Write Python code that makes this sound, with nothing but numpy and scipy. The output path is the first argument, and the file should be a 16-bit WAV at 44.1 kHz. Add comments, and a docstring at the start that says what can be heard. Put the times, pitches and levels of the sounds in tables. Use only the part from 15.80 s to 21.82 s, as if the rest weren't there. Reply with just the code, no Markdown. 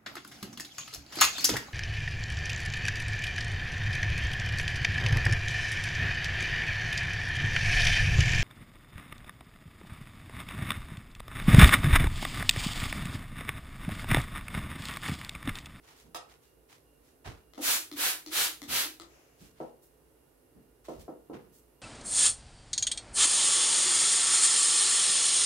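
"""Trigger spray bottle over a metal tray

Four quick squeezes mist lace and paper in a metal baking tray, close by, in a small room: swelling noise.
The trigger ticks (noise puffs, lever modes) and the hollow bottle rings (one unsteady note) before each hiss.
The free hand smooths and pats the paper (shaped noise) and rocks the tray on the table (ringing modes)."""
import sys
import numpy as np
from scipy import signal
from scipy.fft import rfft, irfft, next_fast_len
from scipy.io import wavfile
from scipy.ndimage import map_coordinates

SR = 44100
rng = np.random.default_rng(int(sys.argv[2]) if len(sys.argv) > 2 else 0)


def transcribe(u):
    """Save the signal u as a 16-bit wav file named by the first command-line argument.

    u: samples, shape (n,) or (channels, n), limited to [-1, 1]; the rate is SR.
    q: integer samples, one column per channel.
    """
    v = np.clip(np.atleast_2d(u).T, -1, 1)
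    q = np.round(v * 32767).astype(np.int16)
    wavfile.write(sys.argv[1], SR, q)


N = 265372
GRID_HZ = np.fft.rfftfreq(2 ** 14, 1 / SR)  # grid of all colour curves
AGE_S = np.arange(SR // 2) / SR  # time since the start of an event
AGE_N = len(AGE_S)
STROKE_S = 0.18  # travel of the piston

# trigger squeezes: start_s, peak_level_db, fine_hiss_gain_db, strongest_band_hz, end_bump_db
SQUEEZES = [(1.802, -25, -2.5, 6400, -57.5), (2.153, -26.5, -3, 1900, -60), (2.502, -25.5, -4, 3700, -57),
            (2.872, -27, -4, 3900, -52)]
# colour of a plastic tick, also of drops on paper: freq_hz, level_db
TICK_COLOUR = [(500, -2), (1300, -12.5), (2050, -3), (2700, -10.5), (3500, 1), (4600, -6.5), (5500, -5),
               (6400, -6.5), (8500, -13), (11400, -12), (15000, -15.5)]


def mist(spatter_db=0.5, flutter_db=0.06, echo_db=-0.5):
    """The jet breaks into droplets: dense, slightly gritty hiss that swells with the finger's pressure."""
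    # hiss colour: freq_hz, density_db_per_hz
    hiss_colour = [(170, -34), (300, -13.5), (600, -7), (1100, -2.5), (1400, 0.5), (1750, 0.5), (2000, -1),
                   (2400, 1), (4100, 1.5), (5100, -0.5), (9500, -1), (12200, 1.5), (13300, -1.5),
                   (15800, -5)]
    # left-right colour difference: freq_hz, left_minus_right_db
    side_colour = [(1000, -1), (3000, -1), (5000, 0.5), (7800, 2.5), (9400, -6), (11000, -5.5),
                   (13000, -0.5), (15500, -3)]
    # bottle swings from left across centre: time_s, left_mic_lead_s
    nozzle_lead = [(1.8, .00014), (2.9, -.00007)]
    linger_t60_s = 0.28
    focus_db, focus_octaves = 1.5, 0.4  # lift and width of the strongest band
    thin_db = 0.03  # fine hiss gained as the flow falls from full to none
    whistle_hz, whistle_half_width_hz, whistle_db = 12600, 110, -43

    out = np.zeros((2, N))
    fine_gain = 1 / (1 + (7000 / (GRID_HZ + 1)) ** 6)
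    flow = swell(STROKE_S, linger_t60_s)
    for start_s, level_db, fine_db, focus_hz, _ in SQUEEZES:
        # the nozzle moves between squeezes, so the echoes colour each one afresh
        source = rng.standard_normal((1, 2 * AGE_N))
        left, right = signal.fftconvolve(source, room(wet_db=-3), axes=1)[:, AGE_N:2 * AGE_N]
        lead_s = np.interp(start_s, *np.transpose(nozzle_lead))
        nozzle = np.array([left, np.roll(right, round(lead_s * SR))])

        # the droplet cloud and its landing are spread wide
        cloud = noise(np.ones(len(GRID_HZ)), size=AGE_N)
        jet = amp(echo_db) * unit(nozzle) + cloud
        jet *= amp(spatter_db * wobble(2500, size=AGE_N) + flutter_db * wobble(115.4, size=AGE_N))

        focus = np.exp(-(np.log2((GRID_HZ + 1) / focus_hz) / focus_octaves) ** 2)
        colour_db = along(hiss_colour) + focus_db * focus
        half_side_db = along(side_colour) / 2
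        left = filtered(jet[0], amp(colour_db + half_side_db))
        right = filtered(jet[1], amp(colour_db - half_side_db))
        jet = unit(np.array([left, right]))

        fine = filtered(jet, fine_gain)
        fine_share = np.clip(amp(fine_db + thin_db * (2.5 - flow)), 0.1, 0.9)
        spray = fine_share * unit(fine) + np.sqrt(1 - fine_share ** 2) * unit(jet - fine)
        add(out, start_s, amp(level_db) * (spray * flow + spits(flow)))

    # the nozzle sings during the first squeeze
    whistle = noise(1 / (1 + ((GRID_HZ - whistle_hz) / whistle_half_width_hz) ** 2), size=AGE_N)
    add(out, SQUEEZES[0][0], amp(whistle_db) * whistle * flow)
    return out


def spits(flow, count=14, peak_db=3, spread_db=2.5):
    """Larger drops leave the nozzle at random, mostly at strong flow, and tick on the paper."""
    drops = np.zeros((2, AGE_N))
    chance = np.cumsum(flow ** 2) / np.sum(flow ** 2)
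    at = np.searchsorted(chance, rng.uniform(0, 0.99, count))
    drops[:, at] = amp(peak_db + rng.normal(0, spread_db, (2, count))) * flow[at]
    tick_gain = amp(along(TICK_COLOUR))
    return filtered(drops, tick_gain / tick_gain.mean())


def trigger(tick_t60_s=0.0056, lever_t60_s=0.016):
    """The trigger snaps, jolts the plastic bottle and rubs on; each stroke ends in a softer bump."""
    # trigger taken up or sprung back: start_s, tick_db, tilt_db_per_octave, bottle_pitch_hz, bottle_db
    moves = [(1.736, -59.5, -2, 320, -65), (1.778, -57, -7, 289.3, -42.5), (2.115, -49, 2, 296.4, -44.5),
             (2.463, -48.5, 1, 313.7, -47.5), (2.818, -48, 0.5, 287.6, -48),
             (3.199, -50.5, -2, 336.6, -53.5)]
    # modes of the trigger lever: freq_hz, level_db
    lever_modes = [(1300, -14.5), (2050, -17), (3550, -14.5), (4120, -12), (4800, -16.5)]
    rub_db, rub_s, rub_t60_s = -4.5, 0.05, 0.13  # lever on piston, relative to the tick
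    stop_hz = 310.6  # bottle note when the piston reaches its stop

    out = np.zeros((2, N))
    walls = room(wet_db=-3)
    for start_s, tick_db, tilt_db, pitch_hz, bottle_db in moves:
        colour = amp(along(TICK_COLOUR) + tilt_db * np.log2(np.maximum(GRID_HZ, 1000) / 1000))
        lever = np.zeros(AGE_N)
        for mode_hz, mode_db in lever_modes:
            mode_gain = amp(mode_db + rng.normal(0, 4) + tilt_db * np.log2(mode_hz / 3500))
            lever += mode_gain * np.sin(2 * np.pi * mode_hz * AGE_S)
        tick = burst(colour, tick_t60_s) + lever * fade(lever_t60_s)
        rub = amp(rub_db) * noise(colour, size=AGE_N) * swell(rub_s, rub_t60_s)
        add(out, start_s, amp(tick_db) * (heard(tick, walls) + rub) + amp(bottle_db) * bottle(pitch_hz))
    for start_s, *_, bump_db in SQUEEZES:
        add(out, start_s + STROKE_S, amp(bump_db) * bottle(stop_hz))
    return out


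def bottle(pitch_hz, slosh_db=3.0, slosh_rad=0.625):
    """The wall of the hollow bottle rings at one low note; liquid moving inside makes it unsteady."""
    phase = 2 * np.pi * pitch_hz * AGE_S + slosh_rad * wobble(110, size=AGE_N)
    slosh = amp(slosh_db * wobble(130, size=AGE_N))
    return blow(np.sin(phase) * slosh * touch(rise_s=0.0076, t60_s=0.39))


def vent(start_s=3.2, level_db=-62):
    """After the last release, air seeps back into the bottle: noise that builds and dies away."""
    # colour of the indrawn air: freq_hz, level_db
    air_colour = [(200, -10), (350, 10), (700, 8), (1300, 0.5), (2500, 3.5), (4000, -7), (5300, -1),
                  (7000, -0.5), (8800, -15), (15000, -15)]
    out = np.zeros((2, N))
    seep = noise(amp(along(air_colour)), size=AGE_N) * touch(rise_s=0.14, t60_s=1.6)
    add(out, start_s, amp(level_db) * seep)
    return out


def tray(thud_db=1, thud_t60_s=0.015, spread_rad=0.63):
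    """The tray rocks on the table: each knock excites the same sheet-metal modes."""
    # knocks on the table: start_s, level_db, contact_low_edge_hz, contact_high_edge_hz, paper_crack_db
    knocks = [(.346, -42, 810, 1136, -43.5), (1.778, -44.5, 330, 710, -56), (3.802, -38.5, 178, 870, -73),
              (5.084, -39.5, 180, 840, -61.5), (5.280, -41.5, 188, 810, -76), (5.498, -42.5, 197, 705, -78)]
    # sheet-metal modes: freq_hz, level_db, t60_s
    tray_modes = [(150.7, -8, 0.28), (243, -7.5, 0.3), (325.3, 0.5, 0.21), (373.6, -11.5, 0.16),
                  (439, -11, 0.2), (508, -6, 0.35), (560, -12, 0.2), (710, -6.5, 0.24), (797, -5.5, 0.17),
                  (928, -11, 0.27), (959, -15.5, .2), (1050, -6, 0.123), (1140, -14.5, 0.2),
                  (1250, -14.5, 0.32), (1319, -6, 0.26), (1590, -14, .2), (2145, -16, 0.21)]
    # body of a knock: freq_hz, level_db
    thud_colour = [(60, -8), (150, -6.5), (300, 18), (800, 16), (2000, 7.5), (6000, -34)]
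    # stiff paper on the rim: freq_hz, level_db
    crack_colour = [(300, -14), (600, -18), (1000, -12.5), (1700, -5), (3000, -2), (6000, -5.5),
                    (10000, -9.5), (15000, -11)]

    out = np.zeros((2, N))
    walls = room(wet_db=-0.5)
    for start_s, level_db, low_hz, high_hz, crack_db in knocks:
        ring = np.zeros((2, AGE_N))
        for mode_hz, mode_db, t60_s in tray_modes:
            # the higher a mode, the more its phase differs between the microphones
            phase = rng.normal(0, spread_rad * mode_hz / 700, (2, 1))
            mode = np.sin(2 * np.pi * mode_hz * AGE_S + phase) * fade(t60_s)
            ring += amp(mode_db + rng.normal(0, 1)) * mode
        ring *= 1 - np.exp(-AGE_S / 0.0026)
        thud = burst(amp(along(thud_colour)), thud_t60_s)
        body = blow(ring) + amp(thud_db) * heard(thud, walls)

        # a hard, light contact feeds the high modes; a soft, heavy one the low modes
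        high_cut = signal.butter(3, high_hz, fs=SR, output="sos")
        low_cut = signal.butter(2, low_hz, "high", fs=SR, output="sos")
        knock = signal.sosfilt(np.vstack([high_cut, low_cut]), body)
        crack = burst(amp(along(crack_colour)), t60_s=0.042) * (1 - np.exp(-AGE_S / 0.001))
        add(out, start_s, amp(level_db) * blow(knock) + amp(crack_db) * heard(crack, walls))
    return out


def hand(grain_db=2.0, catch_db=1.25):
    """Dull pats through the table, and fibres catching as the fingers slide over paper."""
    # palm presses the tray down: start_s, level_db, centre_hz, table_boom_db
    pats = [(.235, -60, 205, -70), (1.445, -50.5, 286, -43.5), (2.869, -48, 203, -54),
            (3.595, -54.5, 171, -63), (4.742, -56.5, 190, -69), (5.148, -58, 235, -52),
            (5.52, -50, 197, -69)]
    # hand brushes paper and lace: start_s, length_s, level_db, tilt_db_per_octave
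    rustles = [(0, .16, -58.5, -1), (0.138, 0.084, -60, 1.5), (0.473, 0.052, -59.5, -1),
               (0.598, .08, -67, 2.5), (0.875, 0.069, -58.5, 0), (1.201, 0.11, -68, 2),
               (1.441, 0.033, -43, -3.5), (3.569, 0.11, -58.5, 2.5), (3.73, 0.14, -63.5, -1.5),
               (4.013, 0.032, -58.5, 10.5), (5.04, 0.019, -57, 0.5), (5.071, 0.12, -62.5, 2),
               (5.189, 0.016, -56, 3.5), (5.528, 0.017, -50.5, -6), (5.711, 0.07, -57.5, 9)]
    # paper colour: freq_hz, level_db
    paper_colour = [(250, -51), (700, -1), (2500, -3.5), (6000, -7), (10000, -12), (15000, -17)]
    table_hz, rustle_t60_s = 61, 0.33

    out = np.zeros((2, N))
    press = swell(0.044, t60_s=0.46)
    sag = swell(0.065, t60_s=0.29)  # the table top follows more slowly
    press_rms, sag_rms = np.sqrt(np.mean(press ** 2)), np.sqrt(np.mean(sag ** 2))
    for start_s, level_db, centre_hz, boom_db in pats:
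        pat_ratio, boom_ratio = GRID_HZ / centre_hz, GRID_HZ / table_hz
        pat = noise(pat_ratio ** 2 / (1 + pat_ratio ** 4.07), size=AGE_N) * press
        boom = noise(boom_ratio ** 4 / (1 + boom_ratio ** 6.2), size=AGE_N) * sag
        add(out, start_s, amp(level_db) * unit(pat) * press_rms + amp(boom_db) * unit(boom) * sag_rms)
    for start_s, length_s, level_db, tilt_db in rustles:
        colour_db = along(paper_colour) + tilt_db * np.log2(np.maximum(GRID_HZ, 400) / 2000)
        fibres = noise(amp(colour_db), size=AGE_N)
        catching = amp(grain_db * wobble(696.7, size=AGE_N) + catch_db * wobble(75.4, size=AGE_N))
        add(out, start_s, amp(level_db) * unit(fibres * catching) * swell(length_s, rustle_t60_s))
    return out


def room_tone(level_db=-64.5, waver_db=2.5, flicker_db=2.5):
    """Faint rumble and hiss, with the wavering hum of an appliance."""
    # air colour: freq_hz, level_db
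    air_colour = [(25, -18), (40, -17), (56, 1), (80, -5.5), (100, -6.5), (155, -2), (195, -18), (250, -3),
                  (450, -2.5), (700, -11.5), (1500, -19.5), (3500, -26.5), (7000, -27.5), (11500, -19.5),
                  (15800, -27.5)]
    # appliance partials: freq_hz, rms_level_db
    hum_partials = [(55, -75), (441, -78), (1435, -90.5), (1846, -96), (2812, -87.5)]
    time_s = np.arange(N) / SR
    hum = np.zeros(N)
    for partial_hz, partial_db in hum_partials:
        gain = amp(partial_db + waver_db * wobble(8.2) + flicker_db * wobble(30))
        phase = 2 * np.pi * partial_hz * time_s + 1.3 * wobble(5 + partial_hz / 45)
        hum += gain * np.sqrt(2) * np.sin(phase)
    return amp(level_db + 0.29 * wobble(2.3)) * noise(amp(along(air_colour))) + hum


def room(wet_db):
    """Stereo response: the direct sound, echoes from table and walls, and a diffuse tail."""
    # early echoes: delay_s, gain
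    echoes = [(.003, .35), (0.0111, .65), (.018, .45), (.022, .45)]
    # decay of the tail: freq_hz, t60_s
    tail_decay = [(150, 0.63), (400, 0.44), (1000, 0.35), (3000, 0.25), (8000, 0.24), (15000, 0.072)]
    diffuse = noise(np.ones(len(GRID_HZ)), size=AGE_N)
    hz, frame_s, spectrum = signal.stft(diffuse, SR, nperseg=256)
    spectrum = spectrum * amp(-60 * frame_s / along(tail_decay, hz)[:, None])
    tail = signal.istft(spectrum, SR, nperseg=256)[1][:, :AGE_N]
    tail *= 1 - np.exp(-AGE_S / 0.014)
    response = amp(wet_db) * tail / np.linalg.norm(tail[0])
    response[:, 0] += 1
    for delay_s, gain in echoes:
        # each echo reaches the two microphones at its own moment
        arrival_s = abs(delay_s + rng.normal(0, 0.00012, 2))
        response[[0, 1], (arrival_s * SR).astype(int)] += gain
    return response


def heard(sound, response):
    """A blow with the room's answer."""
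    wet = signal.fftconvolve(np.atleast_2d(sound), response, axes=1)
    return blow(wet[:, :AGE_N])


def noise(gain, size=N):
    """Coloured stereo noise of rms 1: the bass is shared by both microphones, the treble is not."""
    # likeness of the two microphones: freq_hz, left_right_correlation
    likeness = [(60, 0.87), (300, 0.7), (640, 0.14), (1400, 0.0954), (3000, 0.013), (15000, .02)]
    turn = np.arccos(np.clip(along(likeness), -1, 1)) / 2
    mid = filtered(rng.standard_normal(size), gain * np.cos(turn))
    side = filtered(rng.standard_normal(size), gain * np.sin(turn))
    return unit(np.array([mid + side, mid - side]))


def burst(gain, t60_s):
    """A dying puff of coloured noise."""
    return noise(gain, size=AGE_N) * fade(t60_s)


def fade(t60_s):
    """A dying envelope."""
    return amp(-60 * AGE_S / max(t60_s, 1e-4))


def touch(rise_s, t60_s):
    """Envelope of a soft touch: it builds, then dies away."""
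    rise = np.clip(AGE_S / max(rise_s, 0.002), 0, 1)
    return rise * amp(-60 * np.maximum(AGE_S - rise_s, 0) / max(t60_s, 0.01))


def swell(length_s, t60_s):
    """Envelope of a smooth push: a half sine whose sound lingers and dies away."""
    push = np.sin(np.pi * np.clip(AGE_S / max(length_s, 0.002), 0, 1))
    keep = amp(-60 / (SR * max(t60_s, 0.01))) ** 2  # power kept per sample
    power = signal.lfilter([1], [1, -keep], push ** 2)
    return np.sqrt(power / power.max())


def wobble(rate_hz, size=N):
    """A smooth random curve with rate_hz knots a second."""
    knots = rng.standard_normal(int(size * rate_hz / SR) + 4)
    return map_coordinates(knots, [np.arange(size) * rate_hz / SR])


def amp(db):
    """Decibels to gain."""
    return 10 ** (np.asarray(db) / 20)


def unit(x):
    """x at rms 1."""
    return x / np.sqrt(np.mean(x ** 2) + 1e-20)


def blow(sound):
    """A blow at rms 1 over its first 25th of a second."""
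    return sound / np.sqrt(np.mean(sound[..., :SR // 25] ** 2))


def along(points, hz=GRID_HZ):
    """(Hz, value) points read on a log frequency axis."""
    f, v = np.transpose(points)
    return np.interp(np.log(hz + 1), np.log(f + 1), v)


def filtered(x, gain):
    """x through a gain given on GRID_HZ."""
    n = x.shape[-1]
    m = next_fast_len(n + 4096, True)
    response = np.interp(np.fft.rfftfreq(m, 1 / SR), GRID_HZ, gain)
    return irfft(rfft(x, m) * response, m)[..., :n]


def add(track, start_s, sound):
    """Mix a sound in at start_s."""
    part = track[:, max(round(start_s * SR), 0):][:, :sound.shape[-1]]
    part += sound[..., :part.shape[1]]


def panned(x, left_minus_right_db):
    """x with its left-right balance shifted."""
    return x * amp([[left_minus_right_db / 2], [-left_minus_right_db / 2]])


def scene():
    """All sources at the two microphones."""
    out = mist()
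    out = out + panned(trigger() + vent(), 2)
    out = out + panned(tray(), -1.5) + panned(hand(), -1.5)
    return out + panned(room_tone(), -3.0)


def record(dry, top_hz=15800):
    """The microphones' sound is band-limited: nothing above top_hz is kept."""
    return filtered(dry, 1.0 * (GRID_HZ < top_hz))


dry = scene()
out = record(dry)
transcribe(out)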